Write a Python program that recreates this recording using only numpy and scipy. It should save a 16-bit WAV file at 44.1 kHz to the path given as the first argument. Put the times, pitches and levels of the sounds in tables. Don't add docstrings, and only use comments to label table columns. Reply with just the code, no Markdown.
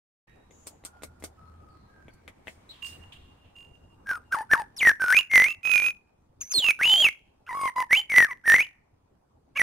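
import sys
import numpy as np
from scipy import signal
from scipy.fft import rfft, irfft
from scipy.io import wavfile
from scipy.ndimage import uniform_filter1d

SR = 44100
rng = np.random.default_rng(int(sys.argv[2]) if len(sys.argv) > 2 else 0)


def to_wav(s):
    ch = np.atleast_2d(s).T
    pcm = np.round(np.clip(ch, -1, 1) * 32767)
    wavfile.write(sys.argv[1], SR, pcm.astype(np.int16))


N = 424241



def gain_of(db):
    return 10 ** (np.asarray(db) / 20)


def evened(x):
    return x / np.sqrt(np.mean(abs(x) ** 2) + 1e-20)


def read(points, hz):
    f, value = np.transpose(points)
    return np.interp(np.log(hz + 1), np.log(f + 1), value)


def add(mix, s, sound, pan_db=0):
    part = mix[:, round(s * SR):][:, :sound.shape[-1]]
    sides = gain_of(np.array([[.5], [-.5]]) * pan_db)
    part += (sound * sides)[:, :part.shape[1]]


def wobble(count, width_hz):
    r = np.exp(-np.pi * width_hz / SR)
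    z = rng.standard_normal((2, count)) + 1j * rng.standard_normal((2, count))
    return evened(signal.lfilter([1], np.convolve([1, -r], [1, -r]), z))


def noise(shape, patchy_db):
    # frequency in Hz, correlation from -1 to 1.
    likeness = [(60, 1), (180, 0.88), (550, -0.19), (1650, 0.15), (4970, -0.35), (15000, -0.1)]
    frames, hz = N // 256 + 5, np.fft.rfftfreq(1024, 1 / SR)
    a, b, c, d, patches = rng.standard_normal((frames, 513, 5)).T
    smooth = uniform_filter1d(patches, size=10, axis=0)
    patches = evened(uniform_filter1d(smooth, size=8, axis=1))
    same = np.clip(read(likeness, hz), -1, 1)[:, None]
    left, other = a + 1j * b, c + 1j * d
    z = np.array([left, same * left + np.sqrt(1 - same ** 2) * other])
    z *= gain_of(read(shape, hz)[:, None] + patchy_db * patches)
    return evened(signal.istft(z, nperseg=1024, noverlap=768)[1][:, :N])


def echoes(x, t60, gap_s):
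    at = np.arange(0, SR - 20, 20) + rng.integers(0, 20, (2, SR // 20 - 1))
    taps = np.zeros((2, SR))
    np.put_along_axis(taps, at, rng.choice([-1., 1.], at.shape), 1)
    t = np.arange(SR) / SR
    taps *= gain_of(-60 * t / t60) * np.clip(t / gap_s - 1, 0, 1)
    return signal.fftconvolve(x.mean(0)[None], taps / np.linalg.norm(taps[0]), axes=1)[:, :N]


def whistle(octave_trim_db, octave_drift_db, hoarse_trim_db, rows):
    # pitch of the fundamental in Hz, level in dB ahead of trims.
    octave_resonance = [(850, -5), (1050, -8), (1130, -18.5), (1300, -27), (1600, -39), (2050, -45),
                        (2600, -38), (3100, -30), (3500, -8), (4400, -11), (5600, -8), (6600, -22.5)]
    # frequency in Hz, level in dB ahead of wavering.
    windpipe = [(300, -47), (3000, -36.5), (6000, -43.5), (8000, -44.5), (8900, -28.5), (10000, -33.5),
                (11500, -44), (16000, -48)]
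    # frequency in Hz, left lead in ms.
    port_lead = [(850, -.11), (1100, -0.16), (1500, -0.016), (2000, -.005), (2500, .02), (3100, -.02),
                 (3600, 0.039), (4400, .075), (5500, -.03), (6600, -0.042), (8000, -0.025), (9500, .005),
                 (16000, 0.019)]
    # time in seconds, left minus right level in
    # dB ahead of flicker, # added left lead in ms.
    side_swings = [(4.05, 2.5, 0.041), (4.3, 1, 0.04), (4.9, 1.4, 0.019), (5.05, -0.1, -0.025),
                   (5.15, -0.5, -.01), (5.18, -10.5, .02), (5.22, -10, .02), (5.31, 2, -0.0094),
                   (5.4, 1, -.005), (5.46, 1, -0.012), (5.49, -12, .01), (5.53, 0, .03),
                   (5.65, -10, -0.0028), (5.71, -20, 0.035), (5.755, -13, 0.016), (5.78, -7, -0.0034),
                   (5.83, -7.5, 0.053), (5.9, -1, .06), (6.4, 2.5, -0.0011), (6.6, -5, -0.0095),
                   (6.7, -0.1, -0.018), (7.05, -2, 0.0016), (7.6, -0.5, .01), (8.2, 0, -0.017),
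                   (8.55, 1, -.02), (9.6, -1, -.02)]
    s, *columns = np.transpose(rows)
    t = np.arange(s[0], s[-1], 1 / SR)
    hz, level_db = (np.interp(t, s, c) for c in columns)
    effort_db = np.maximum(level_db + 19.5, -25)

    glide = uniform_filter1d(abs(np.gradient(np.log2(hz))) * SR, size=300)
    hoarse_db = -28 + hoarse_trim_db - 0.05 * effort_db
    hoarse_db = hoarse_db + np.minimum(.6 * glide, 14.5)
    hoarse_db = hoarse_db + 6.5 * np.maximum(np.log2(hz / 2600), 0)

    octave_db = read(octave_resonance, hz) + octave_trim_db - 0.02 * effort_db
    octave_db = octave_db + octave_drift_db * np.linspace(-.5, .5, len(t))

    swing_s, swing_db, swing_ms = np.transpose(side_swings)
    pan_db = np.interp(t, swing_s, swing_db) + 3 * wobble(len(t), 25)[0].real
    swing_lead_ms, turns = np.interp(t, swing_s, swing_ms), np.cumsum(hz) / SR

    def partial(k):
        lead_ms = read(port_lead, k * hz) + swing_lead_ms * (k < 3)
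        lead_turns = np.array([[.5], [-.5]]) * lead_ms / 1000 * hz
        return np.exp(2j * np.pi * k * (turns + lead_turns))

    tone = partial(1) + gain_of(octave_db) * partial(2)
    for k in range(3, 13):
        leak_db = read(windpipe, k * hz) + 8.4 * wobble(len(t), 30)[0].real
        tone += (k * hz < SR / 2.5) * gain_of(leak_db) * partial(k)
    tone *= 1 + gain_of(hoarse_db) * wobble(len(t), 700)[0]

    air_hz = np.fft.rfftfreq(len(t), 1 / SR)
    air = rfft(rng.standard_normal(len(t))) * gain_of(read(windpipe, air_hz) * 0.44)
    sound = np.sqrt(2) * tone.real + gain_of(-15) * irfft(air, len(t))

    both_ears = np.sqrt(np.cosh(pan_db * np.log(10) / 20))
    fade = np.clip(np.minimum(t - s[0], s[-1] - t) / 0.0024, 0, 1)
    throb_db = 1.1 * wobble(len(t), 35)[0].real
    return s[0], sound * gain_of(level_db + throb_db) * fade / both_ears, pan_db


def croak():
    # time in seconds, mean pulses per second, level in dB ahead of pan.
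    pulses = [(9.552, 500, -61), (9.562, 550, -33.5), (9.575, 585, -30), (9.584, 720, -45)]
    # frequency in Hz, relative level in dB.
    throat = [(500, -19), (1160, -2), (1750, -2.5), (2320, 2), (2900, 1.5), (3600, -25.5), (5000, -36)]
    s, rate_hz, level_db = np.transpose(pulses)
    t = np.arange(s[0], s[-1], 1 / SR)
    hz = np.interp(t, s, rate_hz) * (1 + 0.025 * wobble(len(t), 131)[0].real)
    turns = np.cumsum(hz) / SR
    stack = sum(gain_of(read(throat, k * hz)) * np.cos(2 * np.pi * k * turns) for k in range(1, 9))
    return s[0], evened(stack) * gain_of(np.interp(t, s, level_db)), -2.5


def song():
    # (time in seconds, pitch in Hz, level in dB ahead of throb).
    notes = [ (-1.5, 5, 2, [(4.058, 1606, -59), (4.064, 1635, -44), (4.107, 1600, -23.5),
             (4.141, 1399, -36), (4.151, 1460, -32.5), (4.176, 1222, -42.5), (4.184, 1150, -57.5)]),
             (-13, .3, 7, [(4.1, 1212, -60), (4.115, 1146, -46), (4.14, 990, -51), (4.152, 980, -66)]),
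             (-3, -3, 0, [(4.308, 1300, -58), (4.328, 1582, -20.5), (4.335, 1577, -21), (4.35, 1186, -23),
             (4.363, 895, -36), (4.371, 835, -33), (4.383, 919, -32), (4.417, 856, -33.5),
             (4.428, 950, -43), (4.445, 1010, -56)]), (-4.5, -0.2, 1.1, [(4.492, 1420, -52.5),
             (4.505, 1579, -35), (4.518, 1772, -20.5), (4.535, 1781, -12.5), (4.546, 1470, -21),
             (4.554, 1084, -25), (4.562, 907, -35.5), (4.59, 957, -30.5), (4.615, 850, -34),
             (4.626, 822, -44), (4.645, 806, -58)]), (4.2, -6.5, 2.4, [(4.763, 5950, -48.5),
             (4.775, 5400, -44.5), (4.795, 3592, -38), (4.813, 2413, -24), (4.828, 2069, -19),
             (4.848, 2113, -21), (4.859, 1928, -14), (4.886, 1872, -12), (4.911, 1611, -20.5),
             (4.921, 1838, -32), (4.94, 1880, -48)]), (-3.5, 1, -1.5, [(4.995, 1545, -43.5),
             (5.008, 1581, -25.5), (5.047, 1507, -21), (5.056, 1452, -28.5), (5.115, 1515, -17.5),
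             (5.129, 1665, -16), (5.141, 2157, -20), (5.154, 2412, -23), (5.173, 2495, -11),
             (5.194, 2908, -19), (5.224, 2780, -46)]), (-3, 0, 1.7, [(5.297, 2163, -45), (5.312, 2171, -29),
             (5.35, 2121, -12.5), (5.37, 2060, -12), (5.389, 2003, -15.5), (5.414, 2044, -13.5),
             (5.425, 2085, -18), (5.452, 2160, -18), (5.473, 2446, -23.5), (5.488, 2670, -28),
             (5.518, 2718, -30), (5.534, 2840, -45.5)]), (4, .3, 2, [(5.63, 2547, -43), (5.658, 2555, -23),
             (5.691, 2587, -26), (5.71, 2577, -20), (5.754, 2477, -15), (5.77, 2454, -17),
             (5.789, 2460, -17), (5.804, 2407, -26), (5.846, 2501, -21), (5.873, 2556, -19.5),
             (5.9, 2521, -28), (5.915, 2490, -38), (5.94, 2445, -66)]),
             (-5.8, 3, 1.5, [(6.405, 6242, -47.5), (6.416, 6760, -30), (6.427, 6080, -40),
             (6.442, 5930, -49), (6.468, 6230, -49), (6.488, 6140, -52), (6.504, 6560, -43.5),
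             (6.512, 6600, -31.5), (6.522, 6400, -26), (6.53, 5660, -28)]),
             (-2.2, -2, 3, [(6.53, 5697, -41.5), (6.542, 4542, -29), (6.55, 4332, -21.5),
             (6.573, 4292, -20), (6.584, 4070, -18), (6.597, 3520, -24.5), (6.616, 3188, -31),
             (6.648, 2845, -19), (6.672, 2707, -21), (6.693, 2608, -14), (6.713, 2316, -19),
             (6.722, 2420, -50)]), (-2.8, -1.8, 4, [(6.788, 1515, -42.5), (6.801, 1492, -29.5),
             (6.827, 2167, -21), (6.85, 2805, -18), (6.863, 2959, -19.5), (6.91, 3066, -17),
             (6.932, 3137, -14), (6.955, 3097, -17.5), (6.968, 3213, -21), (7.015, 3333, -18),
             (7.035, 3058, -19.5), (7.055, 2684, -12.5), (7.079, 2222, -23.5), (7.09, 2170, -23),
             (7.096, 2430, -52)]), (22, -25.5, 6, [(7.463, 1320, -61), (7.471, 1362, -49.5),
             (7.48, 1590, -44.5), (7.49, 1190, -49)]), (2.5, -6.5, 1, [(7.49, 1120, -31),
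             (7.495, 1010, -36), (7.504, 1041, -38), (7.524, 928, -35.5), (7.545, 1030, -34)]),
             (0.5, 13.5, -5.5, [(7.543, 1045, -30.5), (7.561, 1131, -31.5), (7.601, 1107, -30.5),
             (7.654, 1084, -25.5), (7.685, 1038, -28.5), (7.691, 950, -34), (7.708, 1045, -48)]),
             (-1.2, 10, -2, [(7.754, 1056, -52), (7.765, 1003, -27), (7.797, 1021, -23.5),
             (7.81, 1032, -26), (7.819, 1011, -22.5), (7.833, 890, -37), (7.845, 1070, -42)]),
             (-3, 0.1, 0.5, [(7.892, 1682, -54.5), (7.903, 1808, -38.5), (7.913, 1917, -23),
             (7.924, 2082, -17.5), (7.934, 2192, -14.5), (7.949, 2374, -19.5), (7.96, 2780, -24),
             (7.976, 3147, -19.5), (8.002, 3080, -26.5), (8.015, 2900, -44)]),
             (-5, .3, -0.5, [(8.092, 2257, -46), (8.102, 2276, -26), (8.124, 2178, -24), (8.136, 2042, -24),
             (8.153, 1991, -21.5), (8.179, 2048, -9.5), (8.21, 1926, -16), (8.239, 1863, -16.5),
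             (8.253, 1737, -23.5), (8.262, 1540, -34)]), (14.5, 13.5, 1.5, [(8.262, 1610, -44),
             (8.272, 1334, -45.5), (8.28, 1198, -45.5), (8.3, 1149, -41), (8.316, 1009, -39.5),
             (8.328, 987, -45.5), (8.338, 970, -65.5)]), (3.5, -2, 1, [(8.438, 1478, -50.5),
             (8.457, 1900, -36), (8.47, 1874, -23), (8.497, 1823, -13), (8.515, 1815, -14.5),
             (8.542, 1898, -12), (8.56, 2170, -16.5), (8.568, 2178, -22), (8.585, 1930, -23.5),
             (8.596, 2228, -15.5), (8.619, 2523, -23), (8.633, 2980, -38), (8.654, 3020, -41)]),
             (.3, .3, 3, [(9.552, 2217, -59.5), (9.568, 2331, -26), (9.579, 2712, -29.5),
             (9.585, 2256, -29.5), (9.594, 2276, -21), (9.605, 1976, -21.5), (9.619, 1948, -11)]), ]
    # (time in seconds, pitch in Hz, level in dB).
    second_voice = (-8.5, 0.299, 3, [(6.875, 3900, -54.5), (6.895, 3770, -38.5), (6.925, 3520, -32.5),
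                    (6.95, 3060, -46)])
    bird = np.zeros((2, N))
    for note in list(notes) + [second_voice]:
        add(bird, *whistle(*note))
    add(bird, *croak())
    bird += gain_of(-15.0) * echoes(bird, .2, 0.0044) + gain_of(-38.5) * echoes(bird, 0.56, .03)
    return bird


def hops():
    # time in seconds, tick level in dB, knock level in dB,
    # scrape level in dB, left minus right level in dB; levels are ahead of envelopes.
    landings = [(0.5093, -72, -50, -74, 2), (0.665, -60, -56, -51, -3), (.67, -24.5, -43.5, -45, 4),
                (0.838, -70, -47, -63, 0), (0.8503, -20.5, -43.5, -41, 2.5), (.9698, -75, -81, -79, 0),
                (1.0212, -65, -45, -56, -4), (1.0339, -28.5, -34.5, -44, 4), (1.198, -76, -67, -62, 0),
                (1.2241, -65, -42, -58, 2), (1.239, -25.5, -34, -39, 1), (2.0821, -64, -43.5, -75, 2),
                (2.133, -70, -76, -66, 0), (2.2782, -53, -36.5, -62, 9), (2.2835, -62, -38.5, -76, 6),
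                (2.4713, -57, -34, -72, 9), (2.4802, -54, -31.5, -62, 6)]
    # frequency in Hz ahead of detuning, level in dB relative to the knock,
    # 60 dB decay time in seconds.
    rail_modes = [(390, 3, 0.013), (707, 2.5, 0.0076), (1840, -4, 0.0044), (2303, -2, 0.015),
                  (2920, -3.5, 0.0052), (3940, -7.5, 0.012)]
    # frequency in Hz ahead of detuning, level in dB
    # relative to the knock, 60 dB decay time in seconds.
    chair_modes = [(402, -11, 0.012), (727, -3, 0.011), (1500, -7.5, 0.0057), (2290, 2.5, 0.0096),
                   (2780, 0, 0.0079), (3930, -7.5, 0.0047)]
    # frequency in Hz, relative level in dB.
    scrape_shape = [(590, -35), (1000, -12), (1530, -15), (1690, -29), (3650, -16.5), (6790, -12),
                    (8540, -11), (12000, -14), (15500, -30)]
    chair_from_s = 2.2
    out, t = np.zeros((2, N)), np.arange(6000) / SR
    scratch = noise(scrape_shape, 0.73)
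    chance = rng.random((len(landings), 2, len(rail_modes)))
    swell = t / 0.0053 * np.exp(1 - t / 0.0051)
    for (s, tick_db, knock_db, scrape_db, pan_db), (detune, phase) in zip(landings, chance):
        tick = gain_of(tick_db - 60 * t / 0.0039) * np.sin(2 * np.pi * 8500 * t)
        tick *= np.minimum(t / 0.00021, 1)
        modes = rail_modes if s < chair_from_s else chair_modes
        knock = np.zeros(len(t))
        for (hz, db, t60), d, p in zip(modes, detune, phase):
            mode_hz = hz * (0.862 + 0.16 * d)
            knock += gain_of(db - 60 * t / t60) * np.sin(2 * np.pi * (mode_hz * t + p))
        knock *= np.minimum(t / 0.00033, 1)
        scrape = gain_of(scrape_db) * swell * scratch[:, round(s * SR):][:, :len(t)]
        add(out, s, tick + gain_of(knock_db) * knock + scrape, pan_db)
    return out + gain_of(-1.5) * echoes(out, 0.1, 0.0007)


def feathers():
    # time of the peak in seconds, peak envelope in dB, time of a 34 dB rise in seconds,
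    # 60 dB decay time in seconds.
    wing_strokes = [(2.48, -55.5, 0.044, .33), (2.694, -66, 0.017, .55), (2.864, -44.5, 0.046, 0.36),
                    (3.13, -62, 0.023, .17)]
    # frequency in Hz, relative level in dB.
    rustle_shape = [(1880, -23), (3200, -6), (5950, -11), (8610, -4), (12700, -21), (13000, -26.5),
                    (14000, -15), (15500, -17.5)]
    t = np.arange(N) / SR
    envelope = np.zeros(N)
    for at, db, rise, t60 in wing_strokes:
        slope_db = np.where(t < at, 34 * (t - at) / rise, -60 * (t - at) / t60)
        envelope += gain_of(db + slope_db)
    return envelope * noise(rustle_shape, 3.0)


def handling():
    # frequency in Hz, relative level in dB.
    swing_shape = [(15, -19.5), (30, -3), (50, 0), (90, -6.5), (160, -11.5), (300, -26), (600, -61)]
    peak_s, level_db, rise_s, t60_s = 3.2, -58.5, 0.042, 1.7
    t = np.arange(N) / SR - peak_s
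    envelope = np.clip(t / rise_s + 1, 0, 1) * gain_of(level_db - 60 * np.maximum(t, 0) / t60_s)
    return noise(swing_shape, 3.0) * envelope


def pings():
    # start in seconds, held time in seconds, level in dB ahead of pan, pitch in Hz,
    # echo level in dB relative to the note, echo 60 dB decay time in seconds ahead of a linear fade,
    # first return in seconds after the start, spacing of returns in seconds, left minus right level in dB.
    bell_notes = [(2.82, 0.037, -39, 2850, -9, 2.8, 0.11, 0.1246, -10),
                  (3.553, 0.069, -52.5, 2845, -2, 1.8, 0.2, 0.089, -6)]
    out, t = np.zeros((2, N)), np.arange(SR) / SR
    blur = .6
    for s, held, db, hz, echo_db, echo_t60, first, every, pan_db in bell_notes:
        swing = np.exp(2j * np.pi * hz * t)
        tone = np.sqrt(2) * gain_of(db) * (swing + gain_of(-27.0) * swing ** 3)
        envelope = np.minimum(t / 0.0045, 1) * gain_of(-60 * np.maximum(t - held, 0) / 0.16)
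        add(out, s, tone.real * envelope, pan_db)
        echo = tone * (np.sqrt(1 - blur) + np.sqrt(blur) * wobble(SR, 48))
        flutter_db = -11 * np.sin(np.pi * (t - first) / every) ** 2
        decay = (1 - t) * gain_of(echo_db + flutter_db - 60 * t / echo_t60)
        add(out, s, echo.real * np.minimum(t / held, 1) * decay, -4.5)
    return out


def forest():
    # start in seconds, held time in seconds, start pitch in Hz, end pitch in Hz,
    # level in dB ahead of pan, blur in Hz, 60 dB decay time in seconds, left minus right level in dB.
    far_calls = [(.275, 0.026, 1860, 1870, -66, 198, 0.69, -11),
                 (.275, 0.2, 3850, 3880, -79, 100, 0.94, -3),
                 (.275, 0.058, 2540, 2540, -70.5, 500, 0.47, -3),
                 (.505, 0.2, 6750, 7030, -63.5, 900, 0.38, 2),
                 (.865, 0.031, 1437, 1430, -59, 29.8, 1.3, -6),
                 (1.368, 0.37, 1290, 1268, -60.5, 42.3, 1.3, 1),
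                 (1.45, 0.029, 4380, 4300, -77, 150, 0.3, 0),
                 (1.691, 0.14, 4636, 4190, -75.5, 500, 0.81, 2),
                 (1.881, 0.23, 1645, 1574, -64.5, 45, .6, -2),
                 (2.03, 0.66, 2270, 2270, -77, 149.5, 1.05, 4),
                 (1.75, 0.76, 1885, 2090, -78.5, 1200, 1.1, -5),
                 (2.099, 0.036, 4550, 4520, -74.5, 200, 0.32, 0),
                 (2.69, 0.025, 3970, 4070, -48, 302, 0.092, 2),
                 (2.708, 0.042, 3490, 3340, -56, 1210, .5, -1),
                 (3.12, 0.013, 3080, 3050, -48, 915, 0.16, -1),
                 (3.149, 0.074, 3600, 3190, -65, 1200, 0.89, 2),
                 (3.44, .05, 2900, 2830, -67, 900, 0.28, -3), (4.241, 0.1, 2870, 2790, -76, 60, .3, 3)]
    out, t = np.zeros((2, N)), np.arange(SR) / SR
    for s, held, start_hz, end_hz, db, blur_hz, t60, pan_db in far_calls:
        hz = np.interp(t, [0, held], [start_hz, end_hz])
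        swing = np.exp(2j * np.pi * np.cumsum(hz) / SR)
        envelope = np.minimum(t / 0.0038, 1) * gain_of(db - 60 * np.maximum(t - held, 0) / t60)
        steady = 1 / (1 + (blur_hz / 22) ** 2)
        blurred = swing * (np.sqrt(steady) + np.sqrt(1 - steady) * wobble(SR, blur_hz))
        add(out, s, np.sqrt(2) * blurred.real * envelope, pan_db)
    return out


def hum():
    # middle in seconds, length in seconds, peak envelope in dB.
    swells = [(.6, .7, -65), (1.383, 0.99, -55), (2.154, 0.83, -61.5), (2.53, 0.17, -63), (2.95, .25, -56),
              (3.324, 0.41, -60), (3.697, .5, -65), (4.25, 0.58, -67)]
    t = np.arange(N) / SR
    tone = (np.exp(2j * np.pi * 80 * t) * (0.69 + wobble(N, 12)[0])).real
    envelope = sum(gain_of(db) * np.cos(np.pi * np.clip((t - at) / length, -.5, .5))
                   for at, length, db in swells)
    return evened(tone) * envelope


def wash():
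    # time in seconds, rumble level in dB, leaf hiss level in dB.
    wash_levels = [(.27, -60, -73), (1, -57, -76), (2.001, -58, -81.5), (2.85, -58, -62),
                   (2.95, -54.5, -63), (3.5, -59, -75), (4.05, -58, -90.5), (4.749, -59.5, -76.5),
                   (5.3, -65, -86.5), (6, -64.5, -88.5), (7.3, -63, -91.5), (8.8, -65.5, -89),
                   (9.62, -64, -99.5)]
    # frequency in Hz, relative level in dB.
    rumble_shape = [(15, -50.5), (25, -24.5), (64, 6.5), (110, -10.5), (240, -10), (322, -13), (495, -15.5),
                    (582, -16.5), (848, -16), (2230, -37), (2490, -34.5), (2700, -38), (10000, -44),
                    (15500, -54)]
    # frequency in Hz, relative level in dB.
    leaf_shape = [(590, -39), (1000, -9.5), (1130, -8), (1290, -12.5), (1840, -12), (5460, -28.5),
                  (9360, -28.5), (11900, -42), (15500, -39.5)]
    t = np.arange(N) / SR
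    s, rumble_db, hiss_db = np.transpose(wash_levels)
    rumble = gain_of(np.interp(t, s, rumble_db)) * noise(rumble_shape, 2.5)
    hiss = gain_of(np.interp(t, s, hiss_db)) * noise(leaf_shape, 1.5)
    return rumble + hiss


def scene():
    return song() + hops() + feathers() + handling() + pings() + forest() + hum() + wash()


def record(dry):
    block_in, block_out, block_kept, first_skip = 1024, 941, 930, 61
    start_s, edge_hz = .27, 15784
    fine = signal.resample_poly(dry, block_in // 2, block_kept // 2, axis=1)
    block, place = np.divmod(np.arange(N) - first_skip, block_kept)
    pick = block * block_in + place * block_in // block_out + first_skip * block_in // block_kept
    fade_in = np.clip((np.arange(N) / SR - start_s) / .005, 0, 1)
    heard = fine[:, np.clip(pick, 0, fine.shape[1] - 1)] * fade_in
    low_pass = signal.firwin(511, edge_hz, window=("kaiser", 9), fs=SR)
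    return signal.oaconvolve(heard, low_pass[None], "same")


dry = scene()
out = record(dry)
to_wav(out)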